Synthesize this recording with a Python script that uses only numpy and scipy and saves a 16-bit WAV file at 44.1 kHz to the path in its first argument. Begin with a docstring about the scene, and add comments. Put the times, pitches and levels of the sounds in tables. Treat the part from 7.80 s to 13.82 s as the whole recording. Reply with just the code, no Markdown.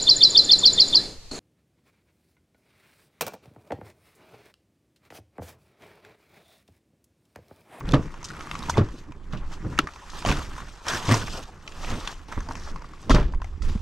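"""Loading a car on gravel

A door is unlatched, bags drop on the seat and floor, and the door slams. Latch, buckles and stones
click, the car body thuds, and cloth and gravel rustle by stick-slip friction. Wind and handling rumble
at the two close microphone ports of a body-worn camera, whose housing rings near 1 kHz at each click."""
import sys
import numpy as np
from scipy import signal
from scipy.fft import rfft, irfft
from scipy.io import wavfile
from scipy.ndimage import uniform_filter1d

SR = 44100
rng = np.random.default_rng(int(sys.argv[2]) if len(sys.argv) > 2 else 0)


def to_wav(s):
    """Save 16-bit WAV."""
    ch = np.atleast_2d(s).T  # columns
    pcm = np.round(np.clip(ch, -1, 1) * 32767)  # PCM
    wavfile.write(sys.argv[1], SR, pcm.astype(np.int16))


N = 265305

# Spectrum of fine friction noise. Each row: frequency in Hz, relative density in dB.
FIZZ_SPECTRUM = [(1290, -8.5), (2200, -23), (2390, -5.5), (3440, -5.5), (4200, -8.5), (4570, -7.5),
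                 (6010, -7.5), (9330, -18), (10400, -31), (12100, -17.5), (16000, -31)]
# Quiet, unbroken rubbing. Each row: time in seconds, fizz level in dB, body level in dB.
STEADY_RUB = [(0, -62, -50.5), (.4, -59.5, -51), (.62, -53, -45.5), (.95, -47, -41), (1.1, -67, -54.5),
              (1.4, -69, -59.5), (1.85, -64, -54), (2.1, -58, -50.5), (2.7, -52, -50), (3.04, -56, -55),
              (3.75, -67, -53.5), (4.45, -74, -65), (4.75, -56, -46.5), (5.06, -61.5, -54.5),
              (5.27, -57, -53), (5.5, -75, -57.5), (5.8, -78, -65), (6.02, -69, -54)]
# Strokes of cloth and shoe. Each row: peak time in seconds, fizz and body levels in dB,
# seconds to rise 20 dB, seconds to fall 20 dB.
RUB_STROKES = [(.005, -44, -41, -2.3, 0), (.08, -52.5, -42, 0.04, 0.25), (.22, -51, -52, 0, 0.1),
               (.451, -65, -53.5, -1, 0.85), (.85, -52.5, -54, 0.07, 0.26), (1.19, -54, -65, 0.4, 0.1),
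               (1.535, -52, -40, 0.03, 0.06), (1.6, -70, -44, 0, 0.1), (1.738, -45.5, -49, 0.07, 0.04),
               (1.946, -54, -46.5, 0.36, 0.24), (2.079, -55.5, -50.5, 0, 0.36),
               (2.391, -41, -44, 0.14, 0.09), (2.48, -33, -28, 0.05, 0.2051),
               (2.78, -48.5, -45.5, -0.2, 0.18), (3.091, -32, -33, .05, 0.3),
               (3.147, -32.5, -33, -0.25, 0.1142), (3.324, -27.5, -27, 0.1, 0.14),
               (3.482, -52.5, -29, -0.3, 0.016), (3.545, -38.5, -43, 0.16, 0.16),
               (3.6, -45, -46, -0.4, -0.06), (3.875, -56, -66, 0.1, 0.2), (4.1, -40, -36, 0.24, 0.34),
               (4.33, -44.5, -43, 0.45, -0.1), (4.485, -51.5, -42.5, -2.1, 0.47),
               (4.522, -44.5, -35.5, -0.09, 0.04), (4.701, -49.5, -46.5, -0.07, 0.08),
               (4.82, -56, -50, 0.1, 0.03), (4.912, -52, -51.5, 0.4, 0), (4.943, -70.5, -47, -0.05, -0.16),
               (5.31, -58, -26, 0.0233, 0.0238), (5.36, -50.5, -25, 0.0379, 0.09),
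               (5.541, -73, -62, -8, 0.02), (5.629, -59, -52, -0.4, 0.37), (5.835, -46.5, -45, -0.03, 0.3),
               (5.9, -47, -40.5, 0.05, -0.24), (6.014, -46.5, -49, -0.1, -1)]
RING_T60_S = 0.028  # decay time of the camera housing's ring


def amp(db):
    return 10 ** (np.asarray(db) / 20)


def unit_rms(x):
    return x / np.sqrt(np.mean(x ** 2) + 1e-20)


def wander(samples, length=N):
    """Slow fluctuation of unit RMS: a moving average of white noise."""
    return unit_rms(uniform_filter1d(rng.standard_normal(length), size=samples))


def at_hz(points, hz):
    f, value = np.transpose(points)
    return np.interp(np.log(hz + 1), np.log(f + 1), value)


def curves(rows):
    times, *columns = np.transpose(rows)
    return [np.interp(np.arange(N) / SR, times, column) for column in columns]


def add(mix, start_s, sound):
    part = mix[round(start_s * SR):][:len(sound)]
    part += sound[:len(part)]


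def colour(x, spectrum, size=4096):
    """Minimum-phase filter of unit energy, shaped by rows of Hz and dB."""
    db = at_hz(spectrum, abs(np.fft.fftfreq(size, 1 / SR)))
    log_gain = np.log(amp(np.maximum(db, -100)))
    taps = np.fft.ifft(np.exp(np.conj(signal.hilbert(log_gain)))).real
    return signal.oaconvolve(x, taps / np.linalg.norm(taps))[:len(x)]


def hump(hz, skirt_db):
    """A broad band-pass spectrum centred on hz."""
    return [(hz * .35, -skirt_db), (hz * .7, -3), (hz, 0), (hz * 1.4, -3), (hz * 2.8, -skirt_db)]


def resonate(x, hz, width_hz, passes=1):
    """Forced vibration of a damped resonator whose frequency glides along hz."""
    pole = np.exp(-np.pi * width_hz / SR)
    carrier = np.exp(2j * np.pi * np.cumsum(hz) / SR)
    baseband = x / carrier
    for _ in range(passes):
        baseband = signal.lfilter([1 - pole], [1, -pole], baseband)
    return (carrier * baseband).real


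def panned(x, pan_db):
    return np.array([x * amp(pan_db / 2), x * amp(-pan_db / 2)])


def decay(t, t60):
    return amp(-60 * t / t60)


def swell(t, rise_s, t60):
    shape = (1 - np.exp(-t / rise_s)) * decay(t, t60)
    return shape / shape.max()


def gesture_power(rows):
    """Power of two layers that grow and decay exponentially; rise and fall times are at least 4 ms."""
    t, power = np.arange(N) / SR, np.zeros((2, N))
    for peak_s, first_db, second_db, rise, fall in rows:
        drop_db = 20 * np.where(t < peak_s, (peak_s - t) / max(rise, .004), (t - peak_s) / max(fall, .004))
        power += amp(np.array([[first_db], [second_db]]) - drop_db) ** 2
    return power


def slips(clump_db, jerks_per_s, jerk_gain, patch_db):
    """Stick-slip friction: tiny slips and a few larger jerks, in clumps, with patchy colour."""
    clumps = amp(clump_db * wander(500))
    sizes = amp(4.1 * np.minimum(rng.exponential(1, N), 3.5)) * rng.choice([-1, 1], N)
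    jerks = sizes * (rng.random(N) < jerks_per_s / SR)
    friction = clumps * (rng.standard_normal(N) + jerk_gain * unit_rms(jerks))
    spectra = signal.stft(friction, nperseg=256)[2]
    patches = uniform_filter1d(rng.standard_normal(spectra.shape), size=7, axis=0)
    patches = unit_rms(uniform_filter1d(patches, size=12, axis=1))
    return unit_rms(signal.istft(spectra * amp(patch_db * patches), nperseg=256)[1][:N])


def rustle():
    """Friction of cloth and gravel radiates a fine, dense fizz over a coarser body."""
    # Each row: frequency in Hz, relative density in dB.
    body_spectrum = [(350, -2.5), (650, -1), (900, 2), (1150, 3), (1400, 0), (1800, -1.5), (2700, -11),
                     (3800, -35.5)]
    fizz_level, body_level = np.sqrt(amp(curves(STEADY_RUB)) ** 2 + gesture_power(RUB_STROKES))
    fizz = colour(slips(clump_db=1.66, jerks_per_s=900, jerk_gain=0.58, patch_db=1.6), FIZZ_SPECTRUM)
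    body = colour(slips(clump_db=1.22, jerks_per_s=400, jerk_gain=0.75, patch_db=2.77), body_spectrum)
    return fizz_level * fizz + body_level * body


def rumble():
    """Turbulent wind and lurches of hand and car make low pressure fluctuations at the ports."""
    # The two bands of rumble. Each row: frequency in Hz, relative density in dB.
    deep_spectrum = [(8.8, -33.5), (15, 13), (32, 0), (40, 1.5), (50, -1.5), (65, -3), (85, -3.5),
                     (110, -34), (190, -120)]
    upper_spectrum = [(38, -6), (65, -9.5), (156, -7), (211, -12), (344, -13.5), (460, -22.5), (602, -27.5),
                      (650, -51), (840, -89), (1430, -120)]
    # Each row: time in seconds, deep level in dB, upper level in dB.
    wind_levels = [(0, -45, -50), (.3, -44, -50), (.62, -46, -41.5), (.94, -37, -43.5), (1.16, -49, -48.5),
                   (1.5, -44, -45.5), (1.96, -41.5, -47), (2.18, -47, -65), (2.4, -42, -42),
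                   (2.65, -36.5, -39.5), (3.05, -45, -57.5), (3.45, -36.5, -42), (3.85, -49.5, -65),
                   (4.0, -37, -42), (4.5, -40.5, -53.5), (4.75, -38, -46.5), (5.1, -43.5, -49.5),
                   (5.75, -31, -57), (6.02, -26.5, -58)]
    # Each row: peak time in seconds, deep and upper levels in dB, seconds to rise and to fall 20 dB.
    lurches = [(.13, -20.5, -24, 0.12, 0.2), (1.02, -27, -28.5, 0.3, 0.21), (1.66, -28.5, -61, 0.3, 0.27),
               (1.86, -42, -31, 0.07, 0.23), (1.93, -35, -55, -0.1, 0.17), (2.03, -36, -40.5, -0.5, 0.12),
               (2.5, -21, -29, 0.05, 0.15), (3.12, -52, -35, 0.02, 0.66), (3.35, -32, -28, 0.13, 0.23),
               (4.13, -33, -31, 0.15, 0.09), (4.57, -25.5, -34, -0.01, 0.1), (4.8, -34.5, -57, 0.1, 0.45),
               (5.0, -36, -40, 0.5, -0.4), (5.33, -25, -28.5, 0.1, 0.23), (5.46, -25, -30.5, 0.1, 0.14),
               (5.56, -22, -45, 0.05, 0.17), (5.78, -33, -34, -0.33, -0.08), (5.9, -23.5, -33, 0.17, 0.06)]
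    wind_deep, wind_upper = amp(curves(wind_levels))
    lurch_deep, lurch_upper = np.sqrt(gesture_power(lurches))
    lumps = amp(3.5 * wander(1200))
    deep = unit_rms(colour(rng.standard_normal(N), deep_spectrum, size=32768))
    upper = unit_rms(colour(lumps * rng.standard_normal(N), upper_spectrum, size=16384))
    sway_db = 3.5 * wander(3000)
    # The deep wind favours the right port; the lurches reach both nearly alike.
    deep_level = np.hypot(panned(wind_deep, sway_db - 3.5), panned(lurch_deep, sway_db - 1))
    return deep_level * deep + np.hypot(wind_upper, lurch_upper) * upper


def outdoor_wash():
    """Distant outdoor sounds add incoherently into a faint, steady noise."""
    # Each row: frequency in Hz, relative density in dB.
    spectrum = [(88, -35), (150, 4), (201, -1), (675, -8.5), (1060, 1.5), (2700, -55), (5910, -40),
                (7620, -19), (10200, -107), (12200, -51), (16000, -59)]
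    return amp(-62.5) * unit_rms(colour(rng.standard_normal(N), spectrum))


def ticks():
    """A Poisson process of tiny cracks, each with a ring of the housing, louder as the rubbing grows."""
    # Each row: housing ring in Hz, crack in Hz.
    kinds = [(950, 1100), (1100, 1200), (1200, 4200), (1050, 5500), (1300, 9700)]
    ticks_per_s = 80
    out, t = np.zeros(N), np.arange(600) / SR
    sizes = amp(2.5 * np.minimum(rng.exponential(1, N), 3))
    impacts = sizes * (rng.random(N) < ticks_per_s / SR)
    kind = rng.integers(0, len(kinds), N)
    for k, (ring_hz, crack_hz) in enumerate(kinds):
        burst = rng.standard_normal(len(t)) * decay(t, t60=0.0027)
        crack = colour(colour(burst, hump(crack_hz, 9.5), size=512), FIZZ_SPECTRUM, size=512)
        ring = decay(t, RING_T60_S) * np.sin(2 * np.pi * ring_hz * t)
        out += signal.oaconvolve(impacts * (kind == k), amp(4) * crack + amp(7) * ring)[:N]
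    rub_power = amp(curves(STEADY_RUB)[0]) ** 2 + 0.17 * gesture_power(RUB_STROKES)[0]
    return np.sqrt(rub_power) * out


def clicks():
    """A sharp blow, a damped resonance of the camera housing mostly near 1 kHz, and a bright crack."""
    # Each row: start in seconds, level in dB, ring in Hz, relative crack level in dB, crack in Hz.
    impacts = [(.009, -21.5, 1110, -39, 2270), (.056, -31, 1000, -12, 3300), (.138, -11.5, 1243, -23, 2210),
               (0.258, -33, 1100, -9, 2310), (.341, -30.5, 930, -6.5, 2730), (0.4297, -26, 980, -10, 6140),
               (.55, -32, 1450, -14.5, 2260), (.608, -24, 1270, -8, 2270), (.7135, -24, 1200, -3, 2150),
               (.753, -22, 1160, -4.5, 2190), (0.886, -19, 920, -25, 2500), (.897, -9, 950, -32, 5700),
               (.972, -13.5, 900, -14, 2500), (1.087, -32.5, 1030, -9, 3250), (1.321, -33.5, 977, -7, 2400),
               (1.927, -28.5, 970, -23, 3720), (1.978, -24.5, 1830, -5, 2170), (1.989, -2, 1327, -11, 2570),
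               (2.072, -19, 1208, -11.5, 1830), (2.088, -28.5, 1240, -20, 2000), (2.136, -38, 960, 1, 5670),
               (2.16, -33, 983, -6, 2290), (2.334, -26.5, 1010, -18, 2510), (2.423, -26, 970, -4, 2220),
               (2.4502, -9.5, 700, -14.5, 3060), (2.461, -15.5, 1100, -2, 4640),
               (2.488, -16, 1150, -2, 2900), (2.516, -17, 955, -12, 2310), (2.524, -18.5, 1490, -1, 3520),
               (2.781, -21, 1050, -26, 3100), (2.803, -29, 1140, -24, 2420), (3.067, -25, 910, -4, 5500),
               (3.084, -25, 1440, 3.5, 3240), (3.291, -21.5, 1170, 2, 2170),
               (3.313, -9.5, 1160, -10.5, 2980), (3.342, -14, 970, -0.5, 5800), (3.472, -30, 706, 4, 2230),
               (3.877, -35, 1365, 10, 2610), (3.921, -37, 1840, 2, 2700), (4.047, -27.5, 840, -1.5, 2370),
               (4.275, -23, 1120, 5, 3520), (4.577, -23, 980, -32.5, 2510), (4.605, -29, 1100, -6, 6200),
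               (4.688, -20, 915, -13.5, 4830), (4.71, -18.5, 940, -39, 2260),
               (4.754, -27.5, 1100, -1, 2030), (4.96, -23.5, 1075, -16, 4800),
               (5.021, -31.5, 940, -10, 4800), (5.043, -28.5, 1150, -36, 2350),
               (5.135, -33.5, 1120, -16, 5610), (5.228, -45, 1000, 4, 6100), (5.296, -7, 636, -11.5, 3300),
               (5.306, -5, 1083, -22, 3400), (5.314, -10, 1300, -22, 3400), (5.523, -37, 600, -7, 4700),
               (5.537, -26, 970, -26, 2270), (5.547, -35, 890, -5, 2050), (5.601, -36, 950, -20, 2520),
               (5.618, -22, 1020, -15, 2640), (5.644, -29.5, 780, -4.5, 2080),
               (5.82, -30.5, 1300, -4.5, 4480)]
    # Each row: frequency in Hz, relative density in dB.
    crack_spectrum = [(1060, -73), (1800, 3), (2220, -0.5), (2870, 1), (3440, -6), (4170, -5), (6410, -2.5),
                      (10200, -26.5), (12400, -29), (16000, -31)]
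    out, t = np.zeros(N), np.arange(4000) / SR
    attack = np.minimum(t / 0.000088, 1)
    for start, db, hz, crack_db, crack_hz in impacts:
        noise = rng.standard_normal((2, len(t)))
        blow = np.sin(2 * np.pi * 1.1 * hz * t) * decay(t, t60=0.00085)
        bounces = colour(noise[0], hump(hz * 1.203, 37.8), size=1024)
        ring = (np.sin(2 * np.pi * hz * t) + .5 * bounces) * decay(t, RING_T60_S)
        hiss = colour(colour(noise[1], crack_spectrum, size=1024), hump(crack_hz, 5.3), size=512)
        crack = .5 * (unit_rms(hiss) + np.sin(2 * np.pi * crack_hz * t)) * decay(t, t60=0.022)
        add(out, start, amp(db) * (0.075 * blow + 0.61 * ring + amp(crack_db) * crack) * attack)
    return out


def thuds():
    """Heavy blows excite two low modes of the car body and shake its resonant panels."""
    # Each row: start in seconds, level in dB, boom in Hz, its 60 dB decay time in seconds,
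    # relative clatter level in dB, knock in Hz, relative knock level in dB.
    blows = [(.078, -29, 174, 0.32, -8.5, 192, -23), (.132, -15.5, 133, 0.16, -2.5, 302.4, 1),
             (.976, -9, 114.4, 0.089, -8, 206.5, -8), (1.007, -11, 105, 0.097, -16.5, 297, -17),
             (1.283, -43.5, 75, 0.049, -7, 307, 7), (1.533, -25, 146, 0.055, -12, 193, -21),
             (1.548, -30.5, 123, 0.14, -13.5, 196, -1), (1.845, -30, 88.5, 0.2, -13.5, 338.5, 1.5),
             (1.865, -29.5, 100, 0.054, -24, 255, -17), (1.989, -28.5, 141, 0.06, 1.5, 280, 7),
             (2.461, -19.5, 114, 0.11, -8.5, 213, 0), (2.49, -22.5, 141, 0.2, -5.5, 196, -3),
             (3.279, -16, 108, 0.35, -8.5, 274, -17), (3.31, -12.5, 120, 0.13, -15.5, 233, -5),
             (4.116, -23.5, 105, 0.061, -9, 224, -3.5), (4.575, -23, 83.5, 0.051, -15, 230, -8.5),
             (4.683, -36, 99, 0.31, -7, 264, -1), (5.296, -19.5, 76, 0.12, -2, 267, 6),
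             (5.34, -14.5, 121.5, 0.15, -6, 286, -6), (5.378, -20.5, 149, 0.15, -6, 196, -13),
             (5.952, -18.5, 80, 0.05, -21, 197, -1)]
    # Each row: frequency in Hz, relative density in dB.
    shake_spectrum = [(71, -28), (120, -1.5), (216, -7.5), (321, -8), (424, -13), (773, -18.5), (1180, -18),
                      (2130, -31), (2320, -33.5), (3450, -41), (4000, -48), (5200, -87), (8800, -120)]
    # Each row: frequency in Hz, bandwidth in Hz, gain in dB.
    panel_modes = [(300.5, 59, 0), (422, 59, 1), (590, 56, 2), (1147, 73, -9)]
    out, t = np.zeros(N), np.arange(SR // 2) / SR
    panels = sum(amp(db) * 2 * np.pi * width / SR * np.exp(-np.pi * width * t) * np.cos(2 * np.pi * hz * t)
                 for hz, width, db in panel_modes)
    for start, db, hz, t60, clatter_db, knock_hz, knock_db in blows:
        shape = swell(t, rise_s=0.0058, t60=t60)
        shake = shape * unit_rms(colour(rng.standard_normal(len(t)), shake_spectrum))
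        clatter = shake + signal.fftconvolve(shake, panels)[:len(t)]
        boom = shape * np.sin(2 * np.pi * hz * t)
        knock = shape ** 1.55 * np.sin(2 * np.pi * knock_hz * t)  # dies sooner than the boom
        add(out, start, amp(db) * (boom + amp(knock_db) * knock + amp(clatter_db) * clatter))
    return out


def snaps():
    """A brief transient has a broad spectrum: a dry burst, with a ping that lasts twice as long."""
    # Each row: start in seconds, level in dB, centre frequency in Hz.
    events = [(0.0906, -24, 3460), (0.112, -28, 4300), (.121, -21.5, 3500), (.518, -40, 5500),
              (.572, -38.5, 2300), (.595, -36.5, 3000), (.665, -42, 4000), (1.9893, -10, 2820),
              (2.473, -19, 1200), (2.496, -21, 2000), (2.515, -18, 2520), (2.57, -24.5, 1500),
              (2.593, -25.5, 1400), (2.765, -31, 1300), (.7135, -19.5, 2700), (0.744, -32, 3800),
              (.791, -32.5, 5200), (.828, -29, 3800), (2.804, -33, 1500), (3.483, -29, 1590),
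              (3.593, -29, 1000), (3.083, -19, 5700), (4.722, -37, 5500), (4.734, -40, 5500),
              (4.916, -44, 5200), (5.089, -45, 5000), (5.217, -44, 8000), (5.256, -54, 5500)]
    t60 = 0.008
    out, t = np.zeros(N), np.arange(1000) / SR
    for start, db, hz in events:
        burst = colour(rng.standard_normal(len(t)) * decay(t, t60), hump(hz, 21.6), size=512)
        ping = np.sin(2 * np.pi * hz * t) * decay(t, 2 * t60)
        add(out, start, amp(db) * (burst / abs(burst).max() + .6 * ping))
    return out


def scuffs():
    """Brief sliding friction makes a gritty burst of noise that swells and dies."""
    # Each row: start in seconds, level in dB, band centre in Hz, 60 dB decay time in seconds.
    events = [(0.134, -32.5, 2760, 0.092), (.441, -37, 6650, 0.11), (0.485, -42, 6100, 0.061),
              (.895, -29.5, 6850, 0.059), (.972, -37.5, 3450, 0.12), (1.523, -47, 2900, 0.17),
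              (1.569, -49, 2750, 0.14), (1.987, -35.5, 2680, 0.1), (2.297, -44, 5360, 0.059),
              (2.488, -34, 2810, 0.27), (3.0825, -23.5, 5570, 0.039), (3.345, -35, 5840, 0.053),
              (4.272, -41, 3400, 0.089), (5.298, -33, 3360, 0.41), (5.302, -28.5, 4420, 0.12),
              (5.344, -32, 3900, 0.1), (5.396, -44, 2760, 0.035), (5.82, -42.5, 5540, 0.049)]
    out, t = np.zeros(N), np.arange(SR // 2) / SR
    for start, db, hz, t60 in events:
        grit = rng.standard_normal(len(t)) * amp(2.5 * wander(120, len(t)))
        crunch = unit_rms(colour(colour(grit, FIZZ_SPECTRUM), hump(hz, 13.5), size=512))
        add(out, start, amp(db) * swell(t, rise_s=0.0031, t60=t60) * crunch)
    return out


def hinge():
    """Stick-slip in the swinging door's hinge drives a narrow, sinking resonance."""
    # Each row: time in seconds, level in dB, resonance in Hz.
    swing = [(.42, -81, 1450), (.5, -47.5, 1460), (.62, -48, 1180), (.8, -41, 1100), (.9, -62, 1050)]
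    t = np.arange(N) / SR
    db, hz = curves(swing)
    friction = slips(clump_db=3.7, jerks_per_s=110, jerk_gain=2.5, patch_db=0.99)
    swinging = (t > swing[0][0]) & (t < swing[-1][0])
    return amp(db) * swinging * unit_rms(resonate(friction, hz, width_hz=180))


def drags():
    """Short rubs sing as stick-slip friction drives a gliding resonance."""
    # Each row: start and length in seconds, level in dB, first and last pitch in Hz,
    # bandwidth of one pass in Hz.
    rubs = [(0.932, 0.019, -35.5, 2100, 2050, 60), (0.938, 0.023, -42, 3500, 3400, 90),
            (2.212, 0.039, -46, 1020, 1000, 200), (3.057, 0.13, -31, 1320, 1630, 920),
            (3.16, 0.16, -39, 1150, 980, 500), (3.415, 0.026, -36.5, 1550, 1500, 200),
            (3.528, .035, -44, 3100, 2850, 500), (3.527, 0.08, -47, 1420, 1300, 250),
            (3.536, 0.085, -40, 595, 644, 500), (3.667, 0.037, -43, 740, 695, 400),
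            (4.747, 0.17, -52.5, 5600, 5160, 2470)]
    fade_s = 0.014
    out = np.zeros(N)
    friction = slips(clump_db=1.6, jerks_per_s=500, jerk_gain=0.86, patch_db=0.94)
    for start, length, db, first_hz, last_hz, width_hz in rubs:
        t = np.arange(0, length, 1 / SR)
        glide = np.linspace(first_hz, last_hz, len(t))
        rub = resonate(friction[round(start * SR):][:len(t)], glide, width_hz, passes=2)
        fade = np.minimum(np.minimum(t, t[::-1]) / fade_s, 1)
        add(out, start, amp(db) * unit_rms(rub) * fade)
    return out


def door_slam():
    """The door compresses the cabin air in four damped shoves as it shuts and bounces on its seal."""
    slam_s, bounce_s, cabin_hz = 5.308, .049, 37.5
    out, t = np.zeros(N), np.arange(SR // 2) / SR
    shove = decay(t, t60=0.18) * np.sin(2 * np.pi * cabin_hz * t)
    for k in range(4):
        add(out, slam_s + k * bounce_s, amp(-5.5 - 3.5 * k) * shove)
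    return out


def scene():
    """The sources add by superposition; only the rumble has two channels."""
    contacts = rustle() + clicks() + snaps() + ticks() + hinge() + drags() + scuffs() + thuds()
    return contacts + door_slam() + outdoor_wash() + rumble()


def record(dry):
    """Two ports differ in level and phase, and by scattering off the moving wearer and the car."""
    # Each row: frequency in Hz, left minus right level in dB.
    tilt = [(60, -2), (180, 0.5), (550, -0.5), (1650, 0.5), (4970, -0.5), (15000, 6)]
    # Each row: frequency in Hz, phase lead of the left port in radians.
    lead = [(300, 0), (1200, -.15), (3000, -.55), (5200, -.2), (11000, 0)]
    # Each row: frequency in Hz, relative level of scattered sound in dB.
    scatter = [(250, -23), (600, -17), (1500, -13), (3000, -11), (6000, -13.5), (9000, -11), (13000, -5.5)]
    # Treble loss of the microphone. 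Each row: frequency in Hz, gain in dB.
    response = [(11000, -0.5), (13500, -12.5), (16000, -16)]
    above_bass = signal.sosfiltfilt(signal.butter(2, 200, "high", fs=SR, output="sos"), dry.mean(0))
    hz, _, spectra = signal.stft(above_bass, SR, nperseg=256)
    chance = rng.standard_normal((2, *spectra.shape))
    drift = unit_rms(uniform_filter1d(uniform_filter1d(chance, size=3, axis=1), size=5, axis=2))
    # tanh turns half the log left/right ratio into a side/mid ratio.
    steady = np.tanh(np.log(amp(at_hz(tilt, hz))) / 2 + .5j * at_hz(lead, hz))
    scattered = amp(at_hz(scatter, hz))[:, None] * (drift[0] + 1j * drift[1])
    side = signal.istft(spectra * (steady[:, None] + scattered), SR, nperseg=256)[1][:N]
    ports = dry + np.array([side, -side])
    heard = irfft(rfft(ports) * amp(at_hz(response, np.fft.rfftfreq(N, 1 / SR))), N)
    fade_out = np.minimum(np.arange(N)[::-1] / 100, 1)
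    low_pass = signal.firwin(511, cutoff=15700, window=("kaiser", 9), fs=SR)
    return signal.oaconvolve(heard * fade_out, low_pass[None], "same")


dry = scene()
out = record(dry)
to_wav(out)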